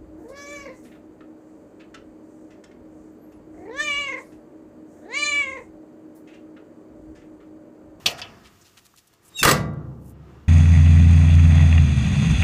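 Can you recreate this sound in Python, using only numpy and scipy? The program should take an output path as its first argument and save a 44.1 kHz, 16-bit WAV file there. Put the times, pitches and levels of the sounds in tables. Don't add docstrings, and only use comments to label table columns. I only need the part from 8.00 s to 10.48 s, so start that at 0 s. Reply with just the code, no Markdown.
import sys
import numpy as np
from scipy import signal
from scipy.fft import rfft, irfft, next_fast_len
from scipy.io import wavfile

SR = 44100
rng = np.random.default_rng(int(sys.argv[2]) if len(sys.argv) > 2 else 0)


def file_out(sig):
    cols = np.atleast_2d(sig).T
    lim = np.clip(cols, -1, 1)
    pcm = np.round(lim * 32767).astype(np.int16)
    wavfile.write(sys.argv[1], SR, pcm)


N = 109323
TIME = np.arange(N) / SR
STEP = 16
SLOW_TIME = TIME[::STEP]
BANDS_HZ = 31.25 * 2 ** (np.arange(28) / 3)
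ATTACK_S = 0.00074


def from_db(db):
    return 10 ** (np.asarray(db) / 20)


def rms_one(x):
    return x / np.sqrt(np.mean(x ** 2) + 1e-20)


def per_band(rows):
    hz, *columns = np.transpose(rows)
    return [np.interp(np.log(BANDS_HZ), np.log(hz), column)[:, None] for column in columns]


def smooth_chance(chance, pole):
    return signal.lfilter([1], [1, -2 * pole, pole * pole], chance)


def drift(hz):
    pole = np.exp(-2 * np.pi * hz * STEP / SR)
    slow = smooth_chance(rng.standard_normal(2 * len(SLOW_TIME)), pole)
    settled = slow[len(SLOW_TIME):]
    return np.interp(TIME, SLOW_TIME, rms_one(settled))


def dying(age, t60):
    return np.exp(-np.log(1000) * np.minimum(age / t60, 2))


def ring(modes, start):
    age = TIME[:N - int(start * SR)]
    out = sum(from_db(db) * np.sin(2 * np.pi * hz * age) * dying(age, t60) for hz, db, t60 in modes)
    return np.pad(out, (N - len(age), 0))


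def shaped_noise(power, ripple_db=0):
    # centre in Hz, half-width in Hz, boost in dB.
    cavity = [(38, 6.6, 8.5), (72.2, 7, 9.5), (98, 8, 6), (152, 4.5, 7), (189, 6.6, 8), (216, 6.6, 9),
              (342.9, 71, 5), (434, 6.7, 3.5), (507.7, 24, 8.5), (571.2, 8.9, 6.5), (669.6, 32, 8),
              (1200, 35, 4), (1279, 19, 3.5), (1884, 9.5, 5.5), (1890, 18, 4), (2850, 130, 2),
              (5270, 250, 1), (6900, 720, 1.5)]
    ripple_width_hz = 30
    size = next_fast_len(N + SR // 4)
    hz = np.fft.rfftfreq(size, 1 / SR)
    chance = rng.standard_normal(len(hz))
    ripple = rms_one(smooth_chance(chance, np.exp(-hz[1] / ripple_width_hz)))
    ripple = ripple * np.minimum(hz / 1000, 1)
    cavity_db = sum(db / (1 + ((hz - centre) / width) ** 2) for centre, width, db in cavity)
    spectra = rfft(rng.standard_normal((2, size)))
    coloured = irfft(spectra * from_db(cavity_db + ripple_db * ripple), size)
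    edge = 2 ** (1 / 6)
    out = np.zeros(N)
    for k, centre in enumerate(BANDS_HZ):
        band_pass = signal.butter(2, [centre / edge, centre * edge], "band", fs=SR, output="sos")
        band = signal.sosfilt(band_pass, coloured[k % 2])[-N:]
        out += band * np.repeat(np.sqrt(power[k]) / band.std(), STEP)[:N]
    return out


def clatter(power):
    ripple_db, clatter_db, clatter_hz = 2.5, 0.5, 111
    return shaped_noise(power, ripple_db) * from_db(clatter_db * drift(clatter_hz))


def blow_power(blow, rings, attack_s):
    # bass up to the first, middle at the second, treble from the third, in Hz.
    colour_hz = [1000, 1200, 4000]
    crack_t60_s, attack_cycles = 0.04, .6
    start, *colour_db, crack_db = blow
    age = SLOW_TIME[SLOW_TIME > start] - start
    strength_db, = per_band(list(zip(colour_hz, colour_db)))
    crack = from_db(per_band(rings[0])[0] + crack_db) * dying(age, crack_t60_s)
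    decay = crack ** 2
    for db, t60 in map(per_band, rings):
        decay = decay + (from_db(db) * dying(age, t60)) ** 2
    rise = 1 - np.exp(-age / (attack_s + attack_cycles / BANDS_HZ[:, None]))
    power = decay * (from_db(strength_db) * rise) ** 2
    return np.pad(power, ((0, 0), (len(SLOW_TIME) - len(age), 0)))


def air():
    # frequency in Hz, third-octave level in dB before the level changes.
    spectrum = [(30, -88.5), (70, -74.5), (120, -73), (230, -77), (350, -69), (520, -78), (850, -75.5),
                (1300, -73.5), (1900, -77.5), (2800, -76.5), (4200, -79), (6800, -76.5), (10000, -83),
                (15000, -79)]
    # time in seconds, change in dB of the lows, change in dB of the treble.
    changes = [(0, 12, 14), (.15, 12.5, 7), (.33, 13, 2.5), (.6, 2.5, 9), (.8, 1, 8), (1.05, -4, 5.5),
               (1.2, 2, -1.5), (1.33, 7, 10), (1.6, 7.5, 4), (1.7, 5, -10), (1.95, -10, -2), (2.15, 6, -10),
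               (2.3, 12.5, -3), (2.48, 8.5, -4.5)]
    split_hz = 3200
    s, low_db, high_db = np.transpose(changes)
    treble = (1 / (1 + (split_hz / BANDS_HZ) ** 2))[:, None]
    low_change_db = (1 - treble) * np.interp(SLOW_TIME, s, low_db)
    high_change_db = treble * np.interp(SLOW_TIME, s, high_db)
    level_db = per_band(spectrum)[0] + low_change_db + high_change_db
    return shaped_noise(from_db(level_db) ** 2)


def rubs():
    # peak time in seconds, level in dB
    # before the grain, rise in seconds, fall in seconds, centre in Hz, width in octaves.
    touches = [(.103, -43.5, 0.0068, 0.016, 10900, 1.2), (0.194, -40, 0.01, 0.0096, 2670, 0.83),
               (.47, -52, 0.019, 0.011, 3020, 0.75), (.615, -54, 0.0024, 0.01, 6500, 0.17),
               (.652, -55.5, 0.0044, 0.03, 4660, 0.63), (0.776, -50, 0.0042, .015, 3900, 0.83),
               (.86, -54.5, .008, 0.0074, 7360, 0.86), (0.9409, -49.5, .0012, 0.0032, 1184, 0.13),
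               (.963, -54, .002, .003, 8500, .6), (0.975, -53.5, 0.00055, 0.019, 6000, 0.68),
               (1.072, -58, .001, 0.0091, 9100, 0.67), (1.135, -58.5, 0.0045, 0.01, 3420, 1.8),
               (1.262, -59, 0.019, 0.013, 9500, 0.4), (1.286, -53.5, 0.0053, .006, 9400, 0.3),
               (1.426, -31, 0.0064, .02, 129.6, 0.65), (1.737, -64.5, .002, 0.0036, 7800, .8),
               (2.09, -59.5, 0.044, 0.021, 12000, 0.51)]
    grain_db, grain_hz = 3, 259
    power = 0
    for peak_s, db, rise_s, fall_s, centre_hz, octaves in touches:
        colour = np.exp(-.5 * (np.log2(BANDS_HZ / centre_hz) / octaves) ** 2)
        distance = np.maximum((peak_s - SLOW_TIME) / rise_s, (SLOW_TIME - peak_s) / fall_s)
        swell = np.exp(-np.minimum(distance ** 2, 20))
        power = power + np.outer(colour / colour.sum(), from_db(db) ** 2 * swell)
    return shaped_noise(power) * from_db(grain_db * drift(grain_hz))


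def squeal_tone(rows):
    jitter, flutter_db, flutter_hz = 0.0029, 1, 251.7
    s, hz, db = np.transpose(rows)
    pitch = np.interp(TIME, s, hz) * (1 + jitter * drift(flutter_hz))
    phase = 2 * np.pi * np.cumsum(pitch) / SR
    gain = from_db(np.interp(TIME, s, db) + flutter_db * drift(flutter_hz))
    sounding = (TIME > s[0]) * (TIME < s[-1])
    return phase, gain * sounding


def squeal():
    # time in seconds, pitch in Hz, level in dB before flutter and mix.
    high_tone = [(1.30, 3800, -72), (1.333, 3700, -65), (1.348, 3780, -47.5), (1.367, 3780, -33),
                 (1.385, 3810, -33.5), (1.392, 3610, -32), (1.402, 3616, -25), (1.418, 3630, -30.5),
                 (1.428, 3570, -54.5)]
    low_tone = [(1.365, 2786, -66), (1.375, 2850, -40), (1.385, 2720, -41), (1.392, 2730, -26),
                (1.402, 2700, -29), (1.412, 2560, -34.5), (1.419, 2698, -26.5), (1.429, 2485, -38.5)]
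    multiples = [(1, 0), (0, 1), (2, 0), (0, 2), (1, 1), (2, -1), (-1, 2), (1, 2), (2, 1), (0, 3), (3, 0),
                 (1, 3), (2, 2)]
    partial_db = [-1.5, -1.5, -9, -12, -6, -15, -23, -12.5, -17.5, -19, -26, -22.5, -19.5]
    scrape_db = -11.5
    high, high_gain = squeal_tone(high_tone)
    low, low_gain = squeal_tone(low_tone)
    out = from_db(scrape_db) * low_gain * rng.standard_normal(N)
    for (m, n), db in zip(multiples, partial_db):
        if m and n:
            gain = np.minimum(high_gain, low_gain)
        else:
            gain = high_gain if m else low_gain
        out = out + np.sqrt(2) * from_db(db) * gain * np.sin(m * high + n * low)
    return out


def knocks():
    # start in seconds, then bass, middle, treble and crack in dB.
    blows = [(.0592, 2, 4, 6, 8), (.2168, 6, 7.5, -1, -5)]
    # frequency in Hz, third-octave level in dB before the blow's colour, t60 in seconds.
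    knock_ring = [(35, -57, 0.2), (102, -45.5, 0.2), (250, -47, .45), (710, -41, 0.34), (1200, -36, 0.093),
                  (1900, -42, .18), (2600, -29.5, 0.21), (3280, -23, 0.12), (4800, -28, 0.12),
                  (6500, -35.5, 0.15), (9560, -40.5, 0.095), (14050, -42, .13)]
    knock_tail = [(35, -75.5, 1), (100, -56.5, 1.8), (240, -56.5, 2.1), (338, -52.5, 1.4), (500, -55, 0.7),
                  (704, -37.5, .9), (970, -54, 0.89), (1300, -50, 1.3), (1900, -53.5, .9),
                  (3000, -57, 0.86), (4000, -66, .7), (5200, -51.5, .9), (8000, -70, .6),
                  (13360, -70.5, .5)]
    tick_ring = [(100, -75, .2), (1800, -53, 0.28), (2600, -44.5, 0.31), (3380, -32.5, 0.11),
                 (4200, -44, 0.11), (5280, -29, 0.051), (6340, -74, 0.053), (9000, -75, .05)]
    # pitch in Hz, peak level in dB, t60 in seconds.
    knock_modes = [(680, -36.5, 0.14), (697, -38.5, .4), (780, -42, .22), (1285, -49, 0.9),
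                   (1417, -46.5, .8), (2534, -32.5, .2), (2800, -35.5, .2), (3070, -24.5, .12),
                   (3365, -17, 0.094), (3980, -33.5, .13), (4370, -33, 0.21), (4470, -27, .1),
                   (5355, -31, .1), (5980, -32, 0.11)]
    tick_modes = [(2640, -37.5, 0.11), (3020, -41, .18), (3410, -39, 0.12), (4740, -28.5, 0.023),
                  (4940, -32, 0.04), (5700, -41.5, 0.031)]
    knock_attack_s = 0.0018
    knock, tick = blows
    power = blow_power(knock, [knock_ring, knock_tail], knock_attack_s)
    power = power + blow_power(tick, [tick_ring], ATTACK_S)
    return clatter(power) + ring(knock_modes, knock[0]) + ring(tick_modes, tick[0])


def slam():
    # start in seconds, then bass, middle, treble and crack in dB.
    blows = [(1.429, -7, 2.5, 1.5, 8.5), (1.4495, -0.5, 1.5, 0, 8), (1.469, -1.5, 3, -4, -9.5),
             (1.477, -7, -7, -0.5, -5.5), (1.488, -4.5, -4.5, -6, 11), (1.5116, -5.5, -14.5, -7, 15)]
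    # frequency in Hz, third-octave level in dB before the blow's colour, t60 in seconds.
    box = [(25, -44, 0.37), (38, -35.5, 0.18), (55, -40.5, .7), (79.85, -44.5, 0.84), (134, -28.5, 1.6),
           (200, -35.5, 0.63), (302, -26, 0.37), (490, -23.5, 0.36), (780, -30.5, 0.5), (1290, -21, 0.21),
           (1898, -27, 0.37), (2800, -26.5, 0.23), (5500, -27, .24), (8260, -28, .2), (12000, -30, .18),
           (14700, -29, 0.14)]
    rumble = [(35, -62.5, 2), (70.6, -47, 1.4), (130, -37.5, 2.1), (288, -43, 2.3), (586, -47, 1.7),
              (1190, -49.5, 1.48), (2477, -65, 0.51), (8050, -81, 0.36)]
    # pitches in Hz, peak levels in dB, t60 in seconds.
    panel_hz = [38.5, 70.5, 99, 127, 140, 152, 189, 227, 299, 331, 434, 507, 569, 661, 982, 1046, 1149,
                1200, 1296, 1400, 1603, 1799, 1982, 2095]
    panel_db = [-33, -38, -30, -28, -30.5, -20.5, -27.5, -22.5, -32.5, -38.5, -26.5, -25, -25.5, -37.5, -26,
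                -23, -23, -28, -25.5, -29, -32.5, -25, -20.5, -27]
    panel_t60_s = [.7, 6.1, 1.7, 2.1, 1.9, 1.25, 1.2, .8, 1.2, 0.89, .5, .45, .42, 0.93, 0.39, 0.28, .62,
                   .46, .36, 0.64, .62, .28, 0.44, .2]
    # pitch in Hz, peak level in dB, t60 in seconds.
    bolt = [(2790, -37, .15), (3750, -41.5, 0.42), (4950, -36.5, 0.27), (5150, -26, 0.12),
            (7060, -34, 0.087), (7860, -16.5, 0.078), (10600, -30.5, .06), (11930, -25.5, .07)]
    landing_s, catch_s = 1.4555, 1.5105
    power = sum(blow_power(blow, [box, rumble], ATTACK_S) for blow in blows)
    panels = ring(zip(panel_hz, panel_db, panel_t60_s), landing_s)
    return clatter(power) + panels + ring(bolt, catch_s)


def scene():
    return (air() + rubs() + squeal() + knocks() + slam())[None]


def record(dry):
    low_cut_hz, cutoff_hz, overload = 26, 15300, .8
    high_pass = signal.butter(2, low_cut_hz, "high", fs=SR, output="sos")
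    thinned = signal.sosfilt(high_pass, dry)
    rounded = overload * np.tanh(thinned / overload)
    low_pass = signal.ellip(12, .1, 80, cutoff_hz, fs=SR, output="sos")
    return signal.sosfilt(low_pass, rounded)


dry = scene()
out = record(dry)
file_out(out)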